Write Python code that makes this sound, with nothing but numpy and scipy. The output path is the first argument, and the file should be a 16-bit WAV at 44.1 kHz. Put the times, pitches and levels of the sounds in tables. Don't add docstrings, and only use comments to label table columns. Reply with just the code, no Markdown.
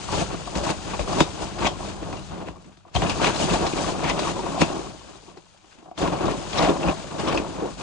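import sys
import numpy as np
from scipy import signal
from scipy.fft import rfft, irfft, next_fast_len
from scipy.io import wavfile
from scipy.ndimage import uniform_filter1d

SR = 44100
rng = np.random.default_rng(int(sys.argv[2]) if len(sys.argv) > 2 else 0)


def generate_wav(signal):
    frames = np.transpose(np.atleast_2d(signal))
    scaled = np.clip(frames, -1, 1) * 32767
    pcm = np.round(scaled).astype(np.int16)
    wavfile.write(sys.argv[1], SR, pcm)


N = 344862

# (frequency [Hz], level difference [dB])
PORT_LEVEL_DIFFERENCE = [(35, -4.5), (60, 8), (100, 8), (170, -0.5), (340, 0), (590, 2), (1060, 4),
                         (1870, 4.5), (3320, 6.5), (6500, 7), (9000, 13.5)]
# (frequency [Hz], phase [rad])
PORT_PHASE_LEAD = [(25, -3), (45, 0.8), (86, 1), (129, 4.5), (170, 5), (520, 5), (720, 5.5), (880, 5.5),
                   (1100, 6.5), (1450, 7.5), (1800, 8), (2250, 5.5), (2600, 7.5), (3050, 8.5), (3800, 7),
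                   (4500, 7), (5000, 5.5), (5600, 0.5), (6100, 1), (7100, -.5), (7800, -6.5), (9500, 3)]
# (frequency [Hz], level per Hz [dB])
OUTDOOR_SPECTRUM = [(25, -1), (60, 10), (160, 8), (340, -18), (900, 3), (1800, -16.5), (2600, -20.5),
                    (6800, -29), (10500, -36)]
# (frequency [Hz], level per Hz [dB])
AIR_SPECTRUM = [(12, -41), (25, -17), (40, -2), (52, 7), (70, -4), (95, 2.5), (130, -3.5), (200, 0),
                (500, -84)]
# (time [s], level [dB])
ROOF_SWAY = [(0.0, -49), (0.15, -32.5), (0.45, -42.5), (1.03, -39), (1.35, -40.0), (2.3, -40.5), (2.7, -56),
             (2.935, -62), (2.96, -32), (3.55, -42), (4.4, -39.5), (4.65, -41.5), (5.05, -53), (5.45, -62),
             (5.965, -76), (6.02, -39.5), (7.05, -44), (7.82, -44)]
# (time [s], peak level [dB], starting pitch [Hz])
ROOF_THUMPS = [(0.554, -18.5, 89.5), (0.992, -23, 85), (1.202, -31, 160), (1.595, -28, 116),
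               (2.485, -31, 126), (2.953, -10, 149), (3.505, -26, 70), (4.612, -32, 161),
               (6.017, -24.5, 148), (6.575, -24, 100.5), (6.606, -22, 120), (7.38, -28, 90)]
# (frequency [Hz], level per Hz [dB])
CRINKLE_SPECTRUM = [(700, -17), (1400, 8.5), (2100, 0), (2600, 5.5), (3700, -1), (4800, -9), (7000, -29),
                    (10500, -59)]
# (frequency [Hz], level per Hz [dB])
CRACK_SPECTRUM = [(300, -2.5), (1000, 6), (1500, -8.5), (2500, -2.5), (3800, -5.5), (5200, -8),
                  (7000, -11.5), (9500, -24.5), (10800, -51.5)]
# (time [s], crack peak level [dB], # drum-like body
# level [dB], pitch of the crease [Hz], level of the lead-in swish against the crack [dB])
CLOTH_SNAPS = [(0.554, -22, -21, 1870, -16), (0.702, -20, -19.5, 2730, -4.5),
               (0.937, -26.5, -41, 2510, -14.5), (0.994, -26.5, -21, 2710, -21),
               (1.131, -28, -29, 1490, -22), (1.205, -7.5, -3, 3670, -10), (1.622, -29, -27, 2470, -13),
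               (1.669, -12.5, -33.5, 3270, -5.5), (2.128, -31.5, -23, 2400, -13.5),
               (2.169, -30, -36.5, 2800, -10.5), (2.38, -46, -35, 1710, -12),
               (2.485, -34.5, -24.5, 2700, -24.5), (2.644, -48, -46.5, 2100, -25),
               (2.772, -47.5, -44, 3640, -17), (2.951, -19, -21, 4250, -28), (2.963, -17, -27.5, 3200, -17),
               (3.0202, -26.5, -15, 2900, -23.5), (3.096, -14, -26, 2710, -17),
               (3.215, -26, -30.5, 2500, -7), (3.2444, -11, -31.5, 2720, -9.5),
               (3.270, -12.5, -12.5, 4000, -12.5), (3.361, -20.5, -35.5, 4080, -18),
               (3.543, -28.5, -31, 2500, -17), (3.666, -15.5, -18.5, 4130, -19),
               (4.096, -13, -33, 2040, -9), (4.192, -17, -20, 3870, -19), (4.617, -9.5, -3.5, 2610, -8.5),
               (4.977, -43, -45, 2980, -18), (5.374, -41.5, -38.5, 4250, -12), (5.790, -50, -45, 2200, -5),
               (5.977, -27.5, -27, 3280, -14), (6.077, -31, -16, 2540, -6.5), (6.531, -21, -28, 3500, -9.5),
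               (6.584, -18.5, -30.5, 2200, 0.5), (6.592, -21, -14.5, 1900, -17),
               (6.631, -18.5, -11.5, 2800, -1), (6.648, -21, -11, 3260, -12),
               (6.831, -26.5, -33, 2690, -13), (6.885, -26.5, -17, 2440, -16.5),
               (7.195, -27, -25, 2270, -23), (7.282, -20, -28, 3050, -8), (7.326, -30, -17.5, 2240, -11),
               (7.376, -18.5, -29.5, 2450, -22)]
# (frequency [Hz], level [dB], t60 [s])
PANEL_MODES = [(159.5, 4.5, 0.064), (232, 7.5, 0.017), (329.4, 1.5, 0.076), (770, 7.5, 0.0042),
               (974, 0, 0.03)]
# (frequency [Hz], level per Hz [dB])
RUMBLE_SPECTRUM = [(90, -20), (125, -9.5), (168, 2), (235, -6), (320, 0.5), (440, -5), (620, -18.5),
                   (1100, -28.5), (3000, -85.5)]
# (frequency [Hz], level per Hz [dB])
HISS_SPECTRUM = [(900, 7.5), (2000, -6.5), (3000, 1.5), (4300, 1), (5000, 1), (5700, -1), (6700, 1.5),
                 (7700, -3), (9000, -6.5), (9800, -15.5), (10600, -70)]
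# (time [s], level of heavy lumps [dB], level of fine powder [dB])
FIRST_BOUT_SLIDE = [(0.0, -44, -39), (0.395, -39.5, -43.5), (0.798, -40, -43.5), (1.148, -38, -41.5),
                    (1.748, -38, -46), (2.273, -48, -49), (2.518, -44.5, -57.5), (2.6, -51, -61),
                    (2.696, -54, -60.5), (2.816, -68.5, -66.5), (2.928, -63, -67)]
SECOND_BOUT_SLIDE = [(2.947, -40, -39.5), (3.171, -28.5, -38), (3.39, -31, -34.5), (3.718, -30, -38.5),
                     (3.993, -29, -41), (4.495, -31, -42), (4.67, -29.5, -39.5), (4.8, -33, -43.5),
                     (4.9, -37.5, -47.5), (4.961, -48.5, -51), (5.15, -48, -52.5), (5.25, -56.5, -55),
                     (5.39, -58.5, -60), (5.495, -75, -60), (5.62, -67, -62.5), (5.727, -64, -57),
                     (5.966, -66, -69.5)]
THIRD_BOUT_SLIDE = [(5.987, -29.5, -36.5), (6.134, -29.5, -46), (6.484, -38, -41.5), (6.771, -27, -42),
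                    (7.06, -42.5, -45.5), (7.15, -32, -45.5), (7.436, -36, -46), (7.68, -31, -47),
                    (7.749, -53, -49.5), (7.82, -64, -55)]
# (time [s], peak level [dB], pitch they settle to [Hz])
CLUMP_PATS = [(0.123, -20.5, 400), (0.192, -27, 594), (0.556, -28, 250), (0.635, -19.5, 570),
              (0.993, -17, 530), (1.421, -21.5, 716), (3.399, -16.5, 595), (4.184, -21.5, 198),
              (4.221, -18.5, 262), (4.39, -22.5, 323), (4.578, -18, 654), (4.764, -26.5, 338),
              (4.792, -20.5, 354), (4.885, -34, 183), (4.992, -39.5, 347), (5.093, -41.5, 290),
              (5.134, -53, 248), (5.279, -37, 344), (5.37, -34.5, 340), (5.546, -46, 600),
              (5.641, -47.5, 296), (5.782, -44, 223), (5.824, -43, 298), (5.913, -40, 310),
              (6.016, -17.5, 340), (6.132, -18.5, 497), (6.341, -22, 252), (6.516, -29.5, 335),
              (7.042, -27, 490), (7.09, -49.5, 308), (7.139, -27, 660), (7.347, -16.5, 556),
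              (7.505, -29, 260), (7.703, -31.5, 258), (7.771, -32, 590)]
# (time [s], length [s], level [dB], pitch [Hz])
SLAB_SLUMPS = [(2.425, 0.025, -44, 168), (2.66, 0.026, -45.5, 202), (3.44, 0.02, -26, 170),
               (3.505, 0.012, -20, 165), (4.622, 0.0075, -22, 191), (6.606, 0.048, -21, 623),
               (6.682, 0.028, -17.5, 295), (6.887, 0.015, -30, 476), (7.233, 0.018, -26.5, 348),
               (7.334, 0.077, -28, 300), (7.623, 0.034, -26.5, 392)]
# (frequency [Hz], level per Hz [dB])
SCRUB_SPECTRUM = [(250, -10.5), (420, -9), (550, 5.5), (720, 4.5), (880, 1.5), (1100, 1), (1400, -9),
                  (1700, -13), (2100, -27.5), (4000, -73)]
# (start time [s], length [s], force level [dB], growth of the force during the push [dB],
# crinkle against force [dB], loosened powder against force [dB], pitch of the rubbed patch [Hz])
BRUSH_PUSHES = [(0.125, 0.099, -28.5, 0, -5.5, -5.5, 870), (0.302, 0.042, -34.5, 5, -11.5, -28, 435),
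                (0.573, 0.056, -30.5, -11.5, -9.5, -8.5, 587), (0.64, 0.069, -28.5, 4, -4.5, -7, 605),
                (0.856, 0.094, -37, 4.5, -3.5, -10.5, 847), (1.002, 0.02, -33, -3.5, -5, -7.5, 487),
                (1.082, 0.13, -28, 8, -7, -9.5, 372), (1.376, 0.06, -37.5, 15.5, -6.5, -6, 670),
                (1.592, 0.066, -28, 9, -4, -12.5, 635), (1.805, 0.096, -37.0, 5, -7, -7.5, 613),
                (2.02, 0.17, -36.5, -4, -14, -40, 360), (2.315, 0.11, -38, 2, -11, -26, 232),
                (2.477, 0.007, -38.5, -5.5, -5.5, -22, 360), (2.872, 0.04, -56, -6, -4, -24, 870),
                (2.985, 0.0097, -32, -1.5, -23, -16, 766), (3.031, 0.065, -26.5, -5.5, -11.5, -29.5, 342),
                (3.222, 0.067, -24.5, 0.5, 0.5, -11.5, 735), (3.396, 0.05, -29.5, 1, -8.5, -2, 306),
                (3.492, 0.056, -25.5, 6.5, -7, -8.5, 304), (3.613, 0.054, -26, -1, -7, -31, 703),
                (3.768, 0.13, -31, 0, -6.5, -4.5, 275), (4.041, 0.063, -27.5, 0, -1.5, -15, 880),
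                (4.18, 0.12, -34, 4.5, 1, -3.5, 1210), (4.608, 0.0033, -25, 7.5, -5, -6, 563),
                (5.274, 0.11, -53, -2, -21.5, -17, 352), (5.725, 0.06, -61.5, 6.5, -24, -21, 1030),
                (5.806, 0.11, -52.5, 2, -26, -20, 720), (6.03, 0.051, -25.5, -6.5, -7.5, -27.5, 324),
                (6.124, 0.046, -31.5, -7, -9, -22.5, 595), (6.215, 0.097, -25, 2.5, -10, -21.5, 364),
                (6.548, 0.15, -27, 6.5, -4, -14, 1100), (6.834, 0.066, -24.5, 7.5, -11, -24, 550),
                (7.2, 0.043, -33.5, -6, -3, -7.5, 350), (7.277, 0.1, -27, -5, -4, -16, 1144),
                (7.42, 0.016, -31, -5, -17.5, -27, 464), (7.602, 0.036, -35.5, -9, -19, -25, 517),
                (7.792, 0.082, -36, 1.5, -2.5, -4.5, 228)]
# (time [s], length [s], level [dB], pitch [Hz])
BRISTLE_RASPS = [(0.202, 0.012, -32, 2500), (1.130, 0.005, -35, 4750), (1.654, 0.014, -22.5, 2430),
                 (2.644, 0.0044, -53, 2030), (2.768, 0.0072, -62, 3280), (2.96, 0.0052, -23, 3150),
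                 (3.024, 0.005, -31, 2900), (3.064, 0.008, -28, 2600), (3.097, 0.0098, -33, 4900),
                 (3.424, 0.012, -28, 2840), (3.496, 0.01, -28.5, 2670), (3.664, 0.007, -33, 5250),
                 (3.726, 0.0103, -33, 2500), (3.78, 0.01, -32, 2330), (4.035, 0.02, -34, 2240),
                 (4.08, 0.029, -29, 2100), (4.988, 0.013, -49, 3010), (5.155, 0.005, -52, 3700),
                 (5.645, 0.004, -58, 2900), (6.022, 0.01, -37, 3100), (6.147, 0.008, -40, 2760),
                 (6.186, 0.0054, -37, 2240), (6.551, 0.01, -34.5, 2550), (6.581, 0.011, -27, 5200),
                 (6.586, 0.005, -22.5, 3820), (6.65, 0.0057, -33, 2360), (6.679, 0.012, -36, 2150),
                 (6.829, 0.008, -30, 2670), (6.882, 0.013, -28.5, 2500), (7.195, 0.006, -42, 4820),
                 (7.282, 0.01, -39, 5340), (7.375, 0.0035, -20, 2500)]
# (time [s], peak level [dB], upper modes against the lowest [dB])
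SOCKET_KNOCKS = [(0.087, -18.5, 9), (0.474, -19.5, 3), (0.664, -18, 17), (0.935, -19.5, 6),
                 (1.076, -22, 11), (1.130, -17, -3), (1.623, -16, 4), (1.665, -13.5, -5), (2.567, -36, 6),
                 (2.851, -37, 2), (2.953, -20, 0), (2.9655, -12.5, -9), (3.021, -13.5, -4.5),
                 (3.198, -15.5, 12), (3.296, -17, 12), (3.543, -14, -12), (3.622, -22, -1),
                 (3.666, -12, -7), (4.102, -18, 5), (4.176, -20, 5), (4.272, -16.5, 17), (4.464, -19.5, 5),
                 (5.011, -36, 12), (5.281, -38, 12), (5.370, -40, 3), (5.463, -46, 8), (5.563, -49, 6),
                 (5.643, -44, 2), (5.826, -40, -2), (5.856, -38, -3), (5.887, -34, -6), (5.9135, -27, -7),
                 (6.019, -22, -7), (6.133, -18, -11), (6.208, -27, -1), (6.563, -24, -3), (6.5925, -10, 4),
                 (6.675, -11.5, -11), (7.197, -25, 7), (7.285, -19, 15)]
# (frequency [Hz], level [dB], t60 [s])
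HANDLE_MODES = [(732, 5.5, 0.024), (941, -1, 0.031), (1095, -1, 0.027)]

TENT_T60_S, CUTOFF_HZ, OUTDOORS_DB = 0.14, 10400, -71
THUMP_SAG_CYCLES, THUMP_T60_CYCLES = 3.3, 16.6
WHIP_HZ, WHIP_FALL_S, WHIP_T60_S, WHIP_DB = 3520, 0.00061, 0.026, -5
CRACK_T60_S = 0.036
PUSH_ATTACK_S, PUSH_T60_S = 0.037, 0.15
SLUMP_ATTACK_S, SLUMP_T60_S = 0.0045, 0.082
RASP_ATTACK_S, RASP_T60_S = 0.0015, 0.03
PUSH_RUMBLE_DB, PUSH_SCRUB_DB, PUSH_BILLOW_DB = -1.5, -0.33, -8.5
SLIDE_RUMBLE_DB, SLIDE_SCRUB_DB = -2, -2.0
SLIDE_CRINKLE_DB, SLIDE_HISS_DB = 0, 0.5
SWAY_DB = 0.5
CLUMPING_RATE_HZ, CLUMPING_DB = 22, 1.36
SLUMP_WIDTH = 0.45
PATCH_SLIPS_PER_S, PATCH_WIDTH_HZ, PATCH_DB = 190, 50, -8.5
RASP_WIDTH_HZ, RASP_SLIPS_PER_S = 320, 1900
KNOCK_RISE_S, KNOCK_DB, KNOCK_TICK_DB = 0.0016, -2.5, -21


def from_db(db):
    return 10 ** (np.asarray(db) / 20)


def together(*levels_db):
    return 10 * np.log10(sum(from_db(db) ** 2 for db in levels_db) + 1e-12)


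def rms_one(x):
    middle = np.atleast_2d(x).mean(axis=0)
    return x / np.sqrt(np.mean(middle ** 2) + 1e-20)


def evened(x, size):
    power = uniform_filter1d(np.mean(x ** 2, axis=0), size)
    return rms_one(x / np.sqrt(power + 1e-6))


def in_time(rows):
    times, *columns = np.transpose(rows)
    return [np.interp(np.arange(N) / SR, times, column) for column in columns]


def at_hz(points, hz):
    points = np.array(points)
    return np.interp(np.log(hz + 1), np.log(points[:, 0]), points[:, 1])


def add(track, s, sound):
    start = int(np.clip(round(s * SR), 0, N - 1))
    track[..., start:start + sound.shape[-1]] += sound[..., :N - start]


def drift(rate):
    pole = np.exp(-80 * np.pi * rate / SR)
    noise = rng.standard_normal(N // 40 + 2002)
    slow = signal.lfilter([1], [1, -2 * pole, pole * pole], noise)[2000:]
    return np.interp(np.arange(N) / 40, np.arange(len(slow)), rms_one(slow))


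def colour(x, spectrum, size=4096):
    gain = from_db(at_hz(spectrum, np.fft.rfftfreq(size, 1 / SR)))
    cepstrum = irfft(np.log(gain))
    cepstrum[1:size // 2] *= 2
    cepstrum[size // 2 + 1:] = 0
    impulse = irfft(np.exp(rfft(cepstrum)))
    return signal.oaconvolve(x, impulse[None], axes=1)[:, :N]


def ports(x):
    size = next_fast_len(N + SR // 10)
    hz = np.fft.rfftfreq(size, 1 / SR)
    tilt = from_db(at_hz(PORT_LEVEL_DIFFERENCE, hz))
    delay = np.exp(-1j * at_hz(PORT_PHASE_LEAD, hz))
    pair = np.array([tilt, delay]) * 2 / (tilt + 1)
    return irfft(rfft(x, size) * pair, size)[:, :N]


def tent(clicks, wet_db):
    keep = from_db(-120 / (TENT_T60_S * SR))
    energy = signal.lfilter([0, 1 - keep], [1, -keep], clicks ** 2 + 1e-18)
    scatter = np.sqrt(energy) * rng.standard_normal((2, len(clicks)))
    return (clicks + from_db(wet_db) * scatter) / np.hypot(1, from_db(wet_db))


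def struck(ringing, wet_db):
    blow = np.zeros(SR // 8)
    blow[0] = 1
    return signal.oaconvolve(tent(blow, wet_db), ringing[None], axes=1)


def grains(per_s, spread_db, wet_db, spectrum):
    sizes = from_db(spread_db * np.minimum(rng.exponential(1, N), 4))
    sizes = sizes * rng.choice([-1, 1], N)
    happens = rng.random(N) < per_s / SR
    clicks = sizes * happens / np.sqrt(np.minimum(per_s, SR))
    return rms_one(ports(colour(tent(clicks, wet_db), spectrum)))


def crease(burst, hz, width_hz):
    r = np.exp(-np.pi * width_hz / SR)
    zeros = np.array([1, 0, -1]) * (1 - r * r) / 2
    poles = [1, -2 * r * np.cos(2 * np.pi * hz / SR), r * r]
    return signal.lfilter(zeros, poles, burst)


def scattered_ticks(level_db, low_hz, octaves, width_hz, over_db, count):
    out = np.zeros((2, N))
    t = np.arange(SR // 25) / SR
    for when, size, pitch in rng.random((count, 3)):
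        shared = rng.standard_normal(len(t))
        own = rng.standard_normal((2, len(t)))
        burst = (shared + 0.85 * own) * from_db(-60 * t / 0.026)
        tick = crease(burst, low_hz * 2 ** (octaves * pitch), width_hz)
        peak_db = level_db[int(when * N)] + over_db + 1.0 * size ** 2
        add(out, when * N / SR, from_db(peak_db) * tick / abs(tick).max())
    return ports(out)


def quiet_outdoors():
    return from_db(OUTDOORS_DB) * rms_one(colour(rng.standard_normal((2, N)), OUTDOOR_SPECTRUM))


def billowing_roof(level_db):
    highpass = signal.butter(2, 55, "high", fs=SR, output="sos")
    eddies = signal.sosfilt(highpass, rng.standard_normal((2, N)))
    sway = rng.standard_normal(N) + 1.34 * eddies
    return from_db(level_db - 1.5) * evened(ports(colour(sway, AIR_SPECTRUM)), size=6000)


def roof_thumps():
    out = np.zeros((2, N))
    t = np.arange(SR // 4) / SR
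    for s, db, hz in ROOF_THUMPS:
        cycles = hz * t
        swing = (1 - np.exp(-cycles / 0.6)) ** 2 * from_db(-60 * cycles / THUMP_T60_CYCLES)
        turns = THUMP_SAG_CYCLES * np.log1p(cycles / THUMP_SAG_CYCLES)
        thump = swing / swing.max() * np.sin(2 * np.pi * turns)
        add(out, s, struck(from_db(db - 4.5) * thump, wet_db=-7.0))
    return ports(out)


def crinkling_cloth(level_db):
    per_s = 1800 * from_db(0.5 * (level_db + 38.5))
    creases = grains(per_s, spread_db=3.3, wet_db=2.5, spectrum=CRINKLE_SPECTRUM)
    return from_db(level_db + 1.7 * drift(32) - 5.5) * creases


def popping_folds(level_db):
    return scattered_ticks(level_db, low_hz=1500, octaves=1.8, width_hz=200, over_db=2.5, count=480)


def whip():
    t = np.arange(SR // 30) / SR
    turns = WHIP_HZ * WHIP_FALL_S * np.log1p(t / WHIP_FALL_S)
    return np.sin(2 * np.pi * turns) * from_db(-60 * t / WHIP_T60_S)


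def ringing_panel():
    t = np.arange(SR // 6) / SR
    tension = 1 + 0.021 * rng.standard_normal()
    panel = np.zeros(len(t))
    for k, (hz, db, t60) in enumerate(PANEL_MODES):
        mode = from_db(db - 60 * t / t60) * np.sin(2 * np.pi * hz * tension * t)
        panel += (-1) ** k * mode
    return panel


def taut_snaps():
    cracks, drums = np.zeros((2, N)), np.zeros((2, N))
    t = np.arange(SR // 6) / SR
    for s, crack_db, body_db, crease_hz, swish_db in CLOTH_SNAPS:
        swish = rng.standard_normal((2, len(t))) * from_db(swish_db - 60 * t[::-1] / 0.11)
        add(cracks, s - t[-1], from_db(crack_db + 4.0) * swish)
        add(drums, s, from_db(body_db + WHIP_DB) * struck(whip(), wet_db=-14.0))
        crack = rng.standard_normal(len(t)) * from_db(-60 * t / CRACK_T60_S)
        crack = from_db(crack_db + 5.0) * tent(crack, wet_db=-1.0)
        add(cracks, s, crack + 2.2 * crease(crack, crease_hz, width_hz=200))
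        panel = from_db(body_db - 8.5) * struck(ringing_panel(), wet_db=-23.5)
        add(drums, s + 0.00284, panel)
    return ports(colour(cracks, CRACK_SPECTRUM) + drums)


def sliding_snow(level_db):
    per_s = 6000 * from_db(0.8 * (level_db + 44.0))
    crystals = grains(per_s, spread_db=2.5, wet_db=4.0, spectrum=HISS_SPECTRUM)
    return from_db(level_db + 0.95 * drift(40) + 0.06) * crystals


def tumbling_snow(level_db):
    per_s = 500 * from_db(0.5 * (level_db + 34.0))
    lumps = grains(per_s, spread_db=1.0, wet_db=-10.5, spectrum=RUMBLE_SPECTRUM)
    return from_db(level_db + 0.2 * drift(25) - 2.0) * evened(lumps, size=6000)


def rolling_crumbs(level_db):
    return scattered_ticks(level_db, low_hz=440, octaves=1.5, width_hz=60, over_db=4, count=240)


def flap(hz, cycles, glide, rise):
    turn = np.arange(SR // 4) / SR * hz
    swing = (1 - np.exp(-turn / rise)) ** 2 * from_db(-60 * turn / cycles)
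    return swing / swing.max() * np.sin(2 * np.pi * (turn + glide * (1 - np.exp(-turn))))


def landing_clumps():
    pats, crunches = np.zeros((2, N)), np.zeros((2, N))
    t = np.arange(SR // 12) / SR
    for s, db, hz in CLUMP_PATS:
        pat = from_db(db) * flap(hz, cycles=9, glide=0.4, rise=0.7)
        add(pats, s, struck(pat, wet_db=-3.0))
        crunch = rng.standard_normal((2, len(t))) * from_db(-60 * t / 0.072)
        add(crunches, s, from_db(db - 9.5) * crunch)
    return ports(pats + colour(crunches, CRACK_SPECTRUM))


def slumping_slabs():
    out = np.zeros((2, N))
    t = np.arange(-SR // 20, SR // 5) / SR
    for s, length, db, hz in SLAB_SLUMPS:
        blows = tent(rng.standard_normal(len(t)), wet_db=-15.0)
        boom = crease(blows, hz, SLUMP_WIDTH * hz)
        boom = crease(boom, hz, 2 * SLUMP_WIDTH * hz)
        boom = evened(rms_one(boom), size=900)
        attack_db = 20 * np.minimum(t, 0) / SLUMP_ATTACK_S
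        release_db = -60 * np.maximum(t - length, 0) / SLUMP_T60_S
        add(out, s + t[0], boom * from_db(db + attack_db + release_db))
    return ports(out)


def push_shape(t, length, growth_db):
    attack = 20 * np.minimum(t, 0) / PUSH_ATTACK_S
    hold = growth_db * (np.clip(t / length, 0, 1) - 0.5)
    release = -60 * np.maximum(t - length, 0) / PUSH_T60_S
    return attack + hold + release


def pushing():
    power = np.zeros((3, N))
    t = np.arange(-SR // 10, SR // 2) / SR
    for s, length, force_db, growth_db, crinkle_db, powder_db, _ in BRUSH_PUSHES:
        shares_db = np.array([[0], [crinkle_db], [powder_db]])
        levels_db = force_db + push_shape(t, length, growth_db) + shares_db
        add(power, s + t[0], from_db(levels_db) ** 2)
    return 10 * np.log10(power + 1e-12)


def handle_knocks():
    rings, ticks = np.zeros((2, N)), np.zeros((2, N))
    t = np.arange(SR // 12) / SR
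    for s, db, upper_db in SOCKET_KNOCKS:
        grip = 1 + 0.025 * rng.standard_normal(len(HANDLE_MODES))
        ring = np.zeros(len(t))
        for k, (hz, mode_db, t60) in enumerate(HANDLE_MODES):
            swing = from_db(mode_db + upper_db * (k > 0) - 60 * t / t60)
            ring += swing * np.sin(2 * np.pi * hz * grip[k] * t)
        ring = ring * (1 - np.exp(-t / KNOCK_RISE_S))
        knock = from_db(db + KNOCK_DB) * ring / abs(ring).max()
        add(rings, s, struck(knock, wet_db=-9.5))
        tick = rng.standard_normal((2, len(t))) * from_db(-60 * t / 0.03)
        add(ticks, s, from_db(db + KNOCK_TICK_DB) * tick)
    return ports(rings + colour(ticks, CRACK_SPECTRUM))


def rasping_bristles():
    out = np.zeros((2, N))
    t = np.arange(-SR // 50, SR // 12) / SR
    for s, length, db, hz in BRISTLE_RASPS:
        slips = rng.standard_normal(len(t)) * (rng.random(len(t)) < RASP_SLIPS_PER_S / SR)
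        rasp = crease(tent(slips, wet_db=6.5), hz, RASP_WIDTH_HZ)
        rasp = crease(rasp, hz, 4 * RASP_WIDTH_HZ)
        rasp = evened(rms_one(rasp), size=300)
        attack_db = 20 * np.minimum(t, 0) / RASP_ATTACK_S
        release_db = -60 * np.maximum(t - length, 0) / RASP_T60_S
        add(out, s + t[0], rasp * from_db(db - 5.5 + attack_db + release_db))
    return ports(out)


def rubbed_patches():
    out = np.zeros((2, N))
    t = np.arange(-SR // 10, SR // 3) / SR
    for s, length, force_db, growth_db, _, _, patch_hz in BRUSH_PUSHES:
        slips = rng.standard_normal(len(t)) * (rng.random(len(t)) < PATCH_SLIPS_PER_S / SR)
        drone = crease(tent(slips, wet_db=-14.0), patch_hz, PATCH_WIDTH_HZ)
        drone = evened(rms_one(drone), size=2500)
        drone_db = force_db + PATCH_DB + push_shape(t, length, growth_db)
        add(out, s + t[0], drone * from_db(drone_db))
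    return ports(out)


def scrubbing_brush(level_db):
    per_s = 1400 * from_db(0.5 * (level_db + 34))
    slips = grains(per_s, spread_db=0.5, wet_db=-2.0, spectrum=SCRUB_SPECTRUM)
    return from_db(level_db - 3.5) * evened(from_db(2.3 * drift(30)) * slips, size=6000)


def scene():
    force_db, buckling_db, loosened_db = pushing()
    lumps_db, powder_db = in_time([*FIRST_BOUT_SLIDE, *SECOND_BOUT_SLIDE, *THIRD_BOUT_SLIDE])
    lumps_db = lumps_db + CLUMPING_DB * drift(CLUMPING_RATE_HZ)
    sway_db, = in_time(ROOF_SWAY)

    billow_db = together(sway_db + SWAY_DB, force_db + PUSH_BILLOW_DB)
    crinkle_db = together(powder_db + SLIDE_CRINKLE_DB, buckling_db)
    hiss_db = together(powder_db + SLIDE_HISS_DB, loosened_db)
    rumble_db = together(lumps_db + SLIDE_RUMBLE_DB, force_db + PUSH_RUMBLE_DB)
    scrub_db = together(lumps_db + SLIDE_SCRUB_DB, force_db + PUSH_SCRUB_DB)

    roof = billowing_roof(billow_db) + roof_thumps()
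    cloth = crinkling_cloth(crinkle_db) + popping_folds(crinkle_db) + taut_snaps()
    moving_snow = sliding_snow(hiss_db) + tumbling_snow(rumble_db) + rolling_crumbs(scrub_db)
    falling_snow = landing_clumps() + slumping_slabs()
    brush = handle_knocks() + rasping_bristles() + rubbed_patches() + scrubbing_brush(scrub_db)
    return quiet_outdoors() + roof + cloth + moving_snow + falling_snow + brush


def record(dry):
    rounded = dry / (1 + (dry / 0.85) ** 6) ** (1 / 6)
    lowpass = signal.ellip(12, 0.1, 90, CUTOFF_HZ, fs=SR, output="sos")
    return signal.sosfilt(lowpass, rounded)


dry = scene()
out = record(dry)
generate_wav(out)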